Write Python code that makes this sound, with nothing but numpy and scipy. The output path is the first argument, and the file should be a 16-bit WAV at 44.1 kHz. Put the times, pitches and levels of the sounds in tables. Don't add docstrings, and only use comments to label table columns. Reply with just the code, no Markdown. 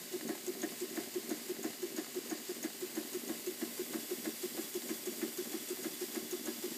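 import sys
import numpy as np
from scipy import signal
from scipy.fft import rfft, irfft, next_fast_len
from scipy.io import wavfile

SR = 44100
rng = np.random.default_rng(int(sys.argv[2]) if len(sys.argv) > 2 else 0)


def unload_audio(sound):
    columns = np.transpose(np.atleast_2d(sound))
    steps = np.round(np.clip(columns, -1, 1) * 32767)
    wavfile.write(sys.argv[1], SR, steps.astype(np.int16))


N = 298557

# f/Hz, relative level/dB, t60/s
BOARD_MODES = [(127.3, -31.0, 0.027), (230.5, -2.0, 0.066), (298.6, 8.9, 0.028), (366.7, 2.3, 0.092),
               (404.6, -11.3, 0.074), (497.5, -22.9, 0.079), (593.1, -17.6, 0.05)]
# t/s, share of the way
CAMERA_SWING = [(0, 0), (2.4, 0.34), (3.3, 0.42), (4.3, 1), (6.8, 0.98)]
# t/s, level/dB before trims
STROKES = [(0.1313, -32.8), (0.4723, -31.7), (0.8112, -33.5), (1.1526, -31.4), (1.49, -32.0),
           (1.8227, -32.7), (2.1573, -33.0), (2.488, -34.6), (2.8179, -34.0), (3.1415, -32.6),
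           (3.4659, -31.3), (3.7884, -31.8), (4.1062, -31.4), (4.4284, -31.2), (4.7462, -31.4),
           (5.0651, -31.5), (5.3808, -31.6), (5.6993, -31.6), (6.0099, -31.5), (6.3215, -31.1),
           (6.6328, -31.8)]
# t/s, level/dB, rebound/dB and last touch/dB re first blow,
# metal crack/dB before trims
ROD_KNOCKS = [(0.293, -33.3, 0.1, -9.8, -41), (0.6336, -32.6, -0.6, -9.1, -41),
              (0.9738, -34.3, 0.1, -13.8, -47), (1.3111, -31.7, -3.6, -7.6, -41),
              (1.6474, -32.7, -2.0, -9.6, -40), (1.9819, -32.5, -4.5, -11.4, -45),
              (2.3155, -34.9, -0.1, -14.1, -45), (2.6443, -32.3, -2.9, -10.0, -41),
              (2.9725, -33.2, -2.8, -15.1, -44), (3.2978, -33.5, -2.9, -11.8, -42),
              (3.6225, -34.5, -0.4, -12.3, -42), (3.9441, -35.5, 1.7, -9.8, -46),
              (4.264, -38.5, 4.4, -4.6, -43), (4.5833, -37.8, 3.3, -9.9, -45),
              (4.902, -37.1, 3.5, -5.3, -46), (5.2242, -32.1, -1.2, -5.6, -45),
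              (5.5394, -35.5, -0.8, -8.1, -49), (5.8537, -35.2, -1.3, -9.2, -41),
              (6.1637, -35.8, 1.2, -12.3, -40), (6.4781, -34.9, -2.3, -6.7, -40)]
# t/s, low ring/dB, high ring/dB, click/dB, all before trims
VALVE_OPENINGS = [(0.123, -53, -56.5, -55), (0.276, -48, -63, -51), (0.463, -47, -47, -48),
                  (0.617, -43.5, -56.5, -49), (0.802, -60, -45.5, -46), (0.953, -61, -56, -51),
                  (1.138, -55, -54.5, -49), (1.293, -47, -54, -40), (1.483, -62, -53, -50),
                  (1.628, -50, -50, -45), (1.819, -61, -49.5, -55), (1.963, -48, -54.5, -43),
                  (2.144, -55, -56.5, -49), (2.296, -48.5, -63, -51), (2.481, -62, -51, -53),
                  (2.627, -47, -51, -39), (2.805, -57, -49, -53), (2.952, -48.5, -63, -55),
                  (3.13, -49, -52, -41), (3.278, -48, -54, -46), (3.462, -53, -50, -54),
                  (3.607, -64, -60, -51), (3.776, -63.5, -55, -51), (3.925, -53, -53.5, -49),
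                  (4.098, -53.5, -60.5, -51), (4.242, -58, -57, -48), (4.423, -58, -50, -45),
                  (4.565, -53, -58, -48), (4.739, -51, -57.5, -48), (4.882, -52, -55.5, -48),
                  (5.056, -55, -50.5, -49), (5.206, -64, -64, -53), (5.372, -49, -55, -42),
                  (5.517, -48, -52.5, -41), (5.686, -55, -46, -44), (5.83, -47.5, -61, -49),
                  (6.004, -53, -56, -47), (6.144, -55, -49, -48), (6.31, -45.5, -54, -41),
                  (6.456, -47, -55, -40), (6.624, -57, -52, -46)]
CRACK_T60_S = .02


def amp(db):
    return 10 ** (np.asarray(db) / 20)


def unit(x):
    return x / np.sqrt(np.mean(x ** 2) + 1e-20)


def clock(count=N):
    return np.arange(count) / SR


def curve(rows, s):
    knots, *cols = np.transpose(rows)
    return [np.interp(s, knots, c) for c in cols]


def filtered(x, response):
    m = next_fast_len(len(x) + SR // 4)
    spectrum = rfft(x, m) * response(np.fft.rfftfreq(m, 1 / SR))
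    return irfft(spectrum, m)[:len(x)]


def coloured(x, spectrum):
    f, db = np.transpose(spectrum)
    return unit(filtered(x, lambda hz: amp(np.interp(np.log(hz + 1), np.log(f), db))))


def noise(count=N):
    return rng.standard_normal(count)


def wobble(falloff_hz, count=N):
    return unit(filtered(noise(count), lambda hz: np.exp(-hz / falloff_hz)))


def swell(t, rise_s, t60_s):
    rise = np.sin(np.pi / 2 * np.clip(t / rise_s, 0, 1)) ** 2
    return rise * amp(-60 * np.maximum(t - rise_s, 0) / t60_s)


def add(track, s, x):
    part = track[max(round(s * SR), 0):][:len(x)]
    part += x[:len(part)]


def ring(modes, t):
    t = np.maximum(t, 0)
    out = 0
    for k, (hz, db, t60_s) in enumerate(modes):
        out = out + (-1) ** k * amp(db - 60 * t / t60_s) * np.sin(2 * np.pi * hz * t)
    return out


def shaken(x, modes):
    answer = ring(modes, clock(SR // 4))
    return signal.fftconvolve(x, answer / np.linalg.norm(answer))[:len(x)]


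def view():
    return np.clip(curve(CAMERA_SWING, clock())[0], 0, 1)


def turns(events):
    s = np.pad(np.transpose(events)[0], 1, mode="reflect", reflect_type="odd")
    return np.interp(clock(), s, np.arange(len(s)))


def casing(force):
    # f/Hz, relative level from the side/dB, relative level from the end/dB, t60/s
    casing_modes = [(585, 6, 0, 0.061), (703, 8.5, 1, 0.075), (780, 3, -1, 0.06), (900, -3, -5, 0.08),
                    (1080, -2, -4, 0.08), (1186, -8, -6, 0.06), (1290, 0, -3, 0.05), (1402, -7, -4.5, 0.09),
                    (1457, -2, -9, 0.045), (1660, 5, 1, 0.055), (1777, 10.5, 3, 0.03), (1845, 11, 2, 0.033),
                    (2090, -7, 0, 0.035), (2265, -12, -2, 0.04), (2500, -12, -4, 0.025)]
    side = shaken(force, [(hz, db, t60) for hz, db, _, t60 in casing_modes])
    end = shaken(force, [(hz, db, t60) for hz, _, db, t60 in casing_modes])
    return side + view() * (end - side)


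def blow(t):
    return ring(BOARD_MODES, t) * swell(t, .003, 0.33)


def crack(db, t60_s):
    return amp(db) * swell(clock(SR // 8), 0.00088, t60_s)


def bump(db, contact_s=.0009):
    push = np.sin(np.pi * np.minimum(clock(SR // 100) / contact_s, 1))
    return amp(db) * push / push.sum()


def steam(hiss_db=1, fizz_db=1.0, firebox_db=-5, gland_db=-13, spits_per_s=300, spit_db=-14,
          flutter_db=0.59, surge_db=0.47, surge_peak_cycle=0.29):
    # t/s, hiss level/dB, fizz level/dB, both before trims
    leak = [(0.0, -52, -52), (1.11, -51.5, -51.5), (2.32, -52, -53), (3.18, -51.5, -50), (4.86, -52, -48.5),
            (6.77, -51.5, -49.5)]
    # f/Hz, relative level/dB
    hiss_spectrum = [(100, -3), (600, -3.5), (1000, -1), (1550, -2.5), (1950, 2), (2750, 1), (3450, 1.5),
                     (3750, 1.5), (4400, 2.5), (4620, 7), (4780, 4.5), (4930, 1.5), (5150, 0), (5800, 0.5),
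                     (7200, 3.5), (10000, -10.5)]
    fizz_spectrum = [(3000, -11.5), (5600, -24), (6700, -7.5), (7600, -2), (8600, -0.5), (9900, -4),
                     (11000, -3), (12400, 1.5), (13500, -2), (14300, -1.5), (15300, -4.5)]
    # f/Hz, relative level/dB, t60/s
    firebox_modes = [(3115, -3.5, 0.041), (3414, -0.5, 0.065), (4844, -1, 0.053), (5660, 8, 0.012),
                     (7410, 10, 0.0074), (8900, -20, 0.01), (12600, -7, 0.0065)]
    # f/Hz, relative level/dB, t60/s
    gland_modes = [(4800, 0, .025)]
    hiss, fizz = curve(leak, clock())
    surge = surge_db * np.cos(2 * np.pi * (turns(VALVE_OPENINGS) - surge_peak_cycle))
    flutter = amp(flutter_db * wobble(29))
    spits = (rng.random(N) < spits_per_s / SR) * noise()

    def jet():
        return noise() + amp(spit_db) * unit(spits)

    body = amp(hiss_db) * coloured(jet(), hiss_spectrum)
    body = body + amp(firebox_db) * view() * unit(shaken(jet(), firebox_modes))
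    body = body + amp(gland_db) * unit(shaken(noise(), gland_modes))
    fine = amp(fizz + fizz_db) * coloured(jet(), fizz_spectrum)
    return flutter * (amp(hiss + surge) * body + fine)


def bearings(board_db=-53, table_db=-60, casing_db=-68.0, fresh=0.43, lumpy_db=3.5, swing_db=3.5,
             heaviest_turn=0.45, kick_db=4, kick_fade_turns=.07):
    # f/Hz, relative level/dB
    rumble_spectrum = [(20, -19), (45, -8), (70, -15), (110, -15.5), (160, -4), (195, -1.5), (236, -0.5),
                       (285, -8.5), (360, -8.5), (460, 2), (600, -11), (1500, -33.5)]
    angle = turns(STROKES) % 1
    size = round(np.diff(np.transpose(STROKES)[0]).mean() * SR)
    rough_spots = noise(size)[(angle * size).astype(int)]
    force = unit(rough_spots + fresh * noise())
    load_db = swing_db * np.cos(2 * np.pi * (angle - heaviest_turn))
    load_db = load_db + kick_db * np.exp(-angle / kick_fade_turns)
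    wood = amp(board_db) * unit(shaken(coloured(force, rumble_spectrum), BOARD_MODES))
    wood = wood + amp(table_db) * coloured(noise(), rumble_spectrum)
    return amp(load_db + lumpy_db * wobble(66)) * wood + amp(casing_db) * unit(casing(force))


def table(board, hum_db=-55):
    # f/Hz, relative level/dB, t60/s
    table_modes = [(239, -3, .2), (302, -1, .22), (346, -1, .25), (371, -1, .25), (409, 6, .2),
                   (576, 9, .18)]
    return board + amp(hum_db) * unit(shaken(board, table_modes))


def valve(puff_db=-52.5, end_db=2, puff_rise_s=0.013, puff_t60_s=0.22, burst_db=-3, burst_t60_s=0.072,
          again_s=0.015, again_db=-7, gear_rise_s=.002, click_db=-2, chink_db=9.5):
    # f/Hz before scatter, t60/s
    gear_rings = [(6640, 0.019), (7560, 0.0093)]
    # f/Hz, relative level/dB
    puff_spectrum = [(100, -50), (400, 16), (1500, 6), (4000, 6.5), (8000, 6), (15000, 2)]
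    click_spectrum = [(1000, -25), (3000, -8), (6000, -13), (8500, 6), (10300, 6), (12300, 12), (15000, -9)]
    puffs, chinks, clicks = np.zeros((3, N))
    t = clock(SR // 3)
    rub = swell(t, gear_rise_s, 0.019) + amp(again_db) * swell(t - again_s, gear_rise_s, 0.018)
    puff = swell(t, puff_rise_s, puff_t60_s) + amp(burst_db) * swell(t, 0.0055, burst_t60_s)
    for s, *levels_db, hit_db in VALVE_OPENINGS:
        add(clicks, s, crack(hit_db + click_db, CRACK_T60_S))
        add(clicks, s + again_s, crack(hit_db + click_db + again_db, CRACK_T60_S))
        add(puffs, s - .002, puff)
        for (hz, t60_s), db in zip(gear_rings, levels_db):
            mode = (hz * (1 + 0.0046 * rng.standard_normal()), 0, t60_s)
            chink = shaken(rub * noise(len(t)), [mode])
            add(chinks, s, amp(db + chink_db) * chink / np.abs(chink).max())
    puffing = amp(puff_db + end_db * view()) * puffs * coloured(noise(), puff_spectrum)
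    return chinks + clicks * coloured(noise(), click_spectrum) + puffing


def contacts(touch_lead_s=.009, crack_lead_s=0.002497, end_lead_s=0.00292, touch_db=20, crack_db=-3.0,
             tap_bump_db=17, tap_crack_db=-3, play_early_turns=0.01706, play_end_db=-7.5, board_db=-27,
             scatter_db=1.2):
    # t/s, level/dB before trims
    crank_taps = [(0.2105, -41.5), (0.551, -46.5), (0.8931, -55), (1.23, -43), (1.5651, -43), (1.9026, -47),
                  (2.235, -51.2), (2.5667, -55), (2.8946, -51), (3.2183, -48), (3.5421, -50), (3.8621, -48),
                  (4.1906, -51.4), (4.503, -53.7), (4.8197, -41), (5.1383, -43), (5.4547, -42),
                  (5.7704, -43), (6.0833, -46), (6.3947, -46)]
    # angle after the knock/turn, soft bump/dB, hard tick/dB, before view and scatter
    bearing_play = [(.055, -22, -67), (.1, -23.5, -80), (0.182, -41, -43), (.265, -27, -44),
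                    (0.307, -26, -64)]
    # f/Hz, relative level/dB
    crack_spectrum = [(300, -18), (700, 6), (1200, -5), (1550, -6), (1830, 3), (2300, -7), (4500, -5),
                      (7000, -14), (15000, -15)]
    soft, hard, wood = np.zeros((3, N))
    turn_s = np.diff(np.transpose(ROD_KNOCKS)[0]).mean()
    for s, *_, db in ROD_KNOCKS:
        swing, = curve(CAMERA_SWING, s)
        add(soft, s - touch_lead_s - end_lead_s * swing, bump(db + touch_db))
        add(hard, s - crack_lead_s - end_lead_s * swing, crack(db + crack_db, CRACK_T60_S))
        scatter = rng.standard_normal((len(bearing_play), 2))
        for (angle, bump_db, tick_db), (when, size) in zip(bearing_play, scatter):
            at = s + turn_s * (angle - play_early_turns * swing + 0.00374 * when)
            trim_db = play_end_db * swing + scatter_db * size
            add(soft, at, bump(bump_db + trim_db))
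            add(hard, at, crack(tick_db + trim_db, CRACK_T60_S))
            add(wood, at, amp(bump_db + trim_db + board_db) * blow(clock(SR // 4)))
    for s, db in crank_taps:
        add(soft, s, bump(db + tap_bump_db))
        add(hard, s, crack(db + tap_crack_db, CRACK_T60_S))
    return casing(soft) + hard * coloured(noise(), crack_spectrum) + wood


def clatter(lead_s=0.0093, end_lead_s=0.0049, rise_s=0.0067, t60_s=0.14, casing_db=-2, dry_db=-5.0,
            end_db=1.5, outward_db=-13, outward_end_db=5, grain_db=3.5):
    # t/s, level/dB before trims
    rattle = [(0, -42.5), (1.5, -46), (2.6, -44), (3.7, -46.5), (4.9, -47.5), (5.22, -46), (5.54, -47.5),
              (6.77, -43)]
    # f/Hz, relative level/dB
    scrape_spectrum = [(60, -45), (250, -35), (550, 19), (800, 6.5), (1300, 10.5), (1900, 11.5), (2800, 5),
                       (8000, -37), (15000, -29)]
    force, t = np.zeros(N), clock(SR // 4)
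    for s, *_ in ROD_KNOCKS:
        db, = curve(rattle, s)
        swing, = curve(CAMERA_SWING, s)
        add(force, s - lead_s - end_lead_s * swing, amp(db) * swell(t, rise_s, t60_s))
    for s, _ in STROKES:
        db, = curve(rattle, s)
        swing, = curve(CAMERA_SWING, s)
        add(force, s, amp(db + outward_db + outward_end_db * swing) * swell(t, 0.0073, 0.05))
    force = force * unit(amp(grain_db * wobble(800)))
    scrape = amp(dry_db + end_db * view()) * force * coloured(noise(), scrape_spectrum)
    return amp(casing_db) * casing(force * noise()) + scrape


def room(x, wet_db=-10, t60_s=0.085):
    t = clock(SR // 3)
    tail = noise(len(t)) * swell(t, 0.0006, t60_s)
    return x + amp(wet_db) * signal.fftconvolve(x, tail / np.linalg.norm(tail))[:N]


def knock(gain_db=0, settle_gaps=2.099, tap_db=-18, tap_lead_s=0.067, tap_scatter_s=0.0012):
    # t/s, gap/s
    bounce = [(2.7, .00926), (3.9, .00886)]
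    out, t = np.zeros(N), clock(SR // 4)
    for s, db, rebound_db, settle_db, _ in ROD_KNOCKS:
        gap_s, = curve(bounce, s)
        strikes = blow(t) + amp(rebound_db) * blow(t - gap_s)
        strikes = strikes + amp(settle_db) * blow(t - settle_gaps * gap_s)
        add(out, s, amp(db + gain_db) * strikes)
        tap_s = s - tap_lead_s + tap_scatter_s * rng.standard_normal()
        add(out, tap_s, amp(db + tap_db) * blow(t))
    return out


def judder(pitch_hz=356.3, rise_s=0.013, sag_t60_s=0.35, gain_db=0, hold_s=.032, hold_scatter_s=0.00021,
           release_t60_s=.0187, rough_db=.5, rough_phase_rad=.05):
    # t after the stroke's start/s, level re stroke/dB
    jolts = [(-.0005, -14.8), (.00874, -11.9), (.0235, -10.3)]
    out, t = np.zeros(N), clock(SR // 4)
    for (s, db), length in zip(STROKES, rng.standard_normal(len(STROKES))):
        released_s = np.maximum(t - hold_s - hold_scatter_s * length, 0)
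        grip = swell(t, rise_s, sag_t60_s) * amp(-60 * released_s / release_t60_s)
        phase = 2 * np.pi * pitch_hz * t + rough_phase_rad * wobble(160, len(t))
        tone = grip * amp(rough_db * wobble(210, len(t))) * np.sin(phase)
        add(out, s, amp(db + gain_db) * tone)
        for delay_s, jolt_db in jolts:
            add(out, s + delay_s, amp(db + gain_db + jolt_db) * blow(t))
    return out


def scene():
    metal_and_steam = room(clatter() + contacts() + valve() + steam())
    sound = judder() + table(knock() + bearings()) + metal_and_steam
    return np.array([sound, sound])


def record(dry, low_cut_hz=135, top_hz=15350):
    def response(hz):
        return hz ** 3 / np.sqrt(hz ** 6 + low_cut_hz ** 6) * (hz < top_hz)

    return np.array([filtered(channel, response) for channel in dry])


dry = scene()
out = record(dry)
unload_audio(out)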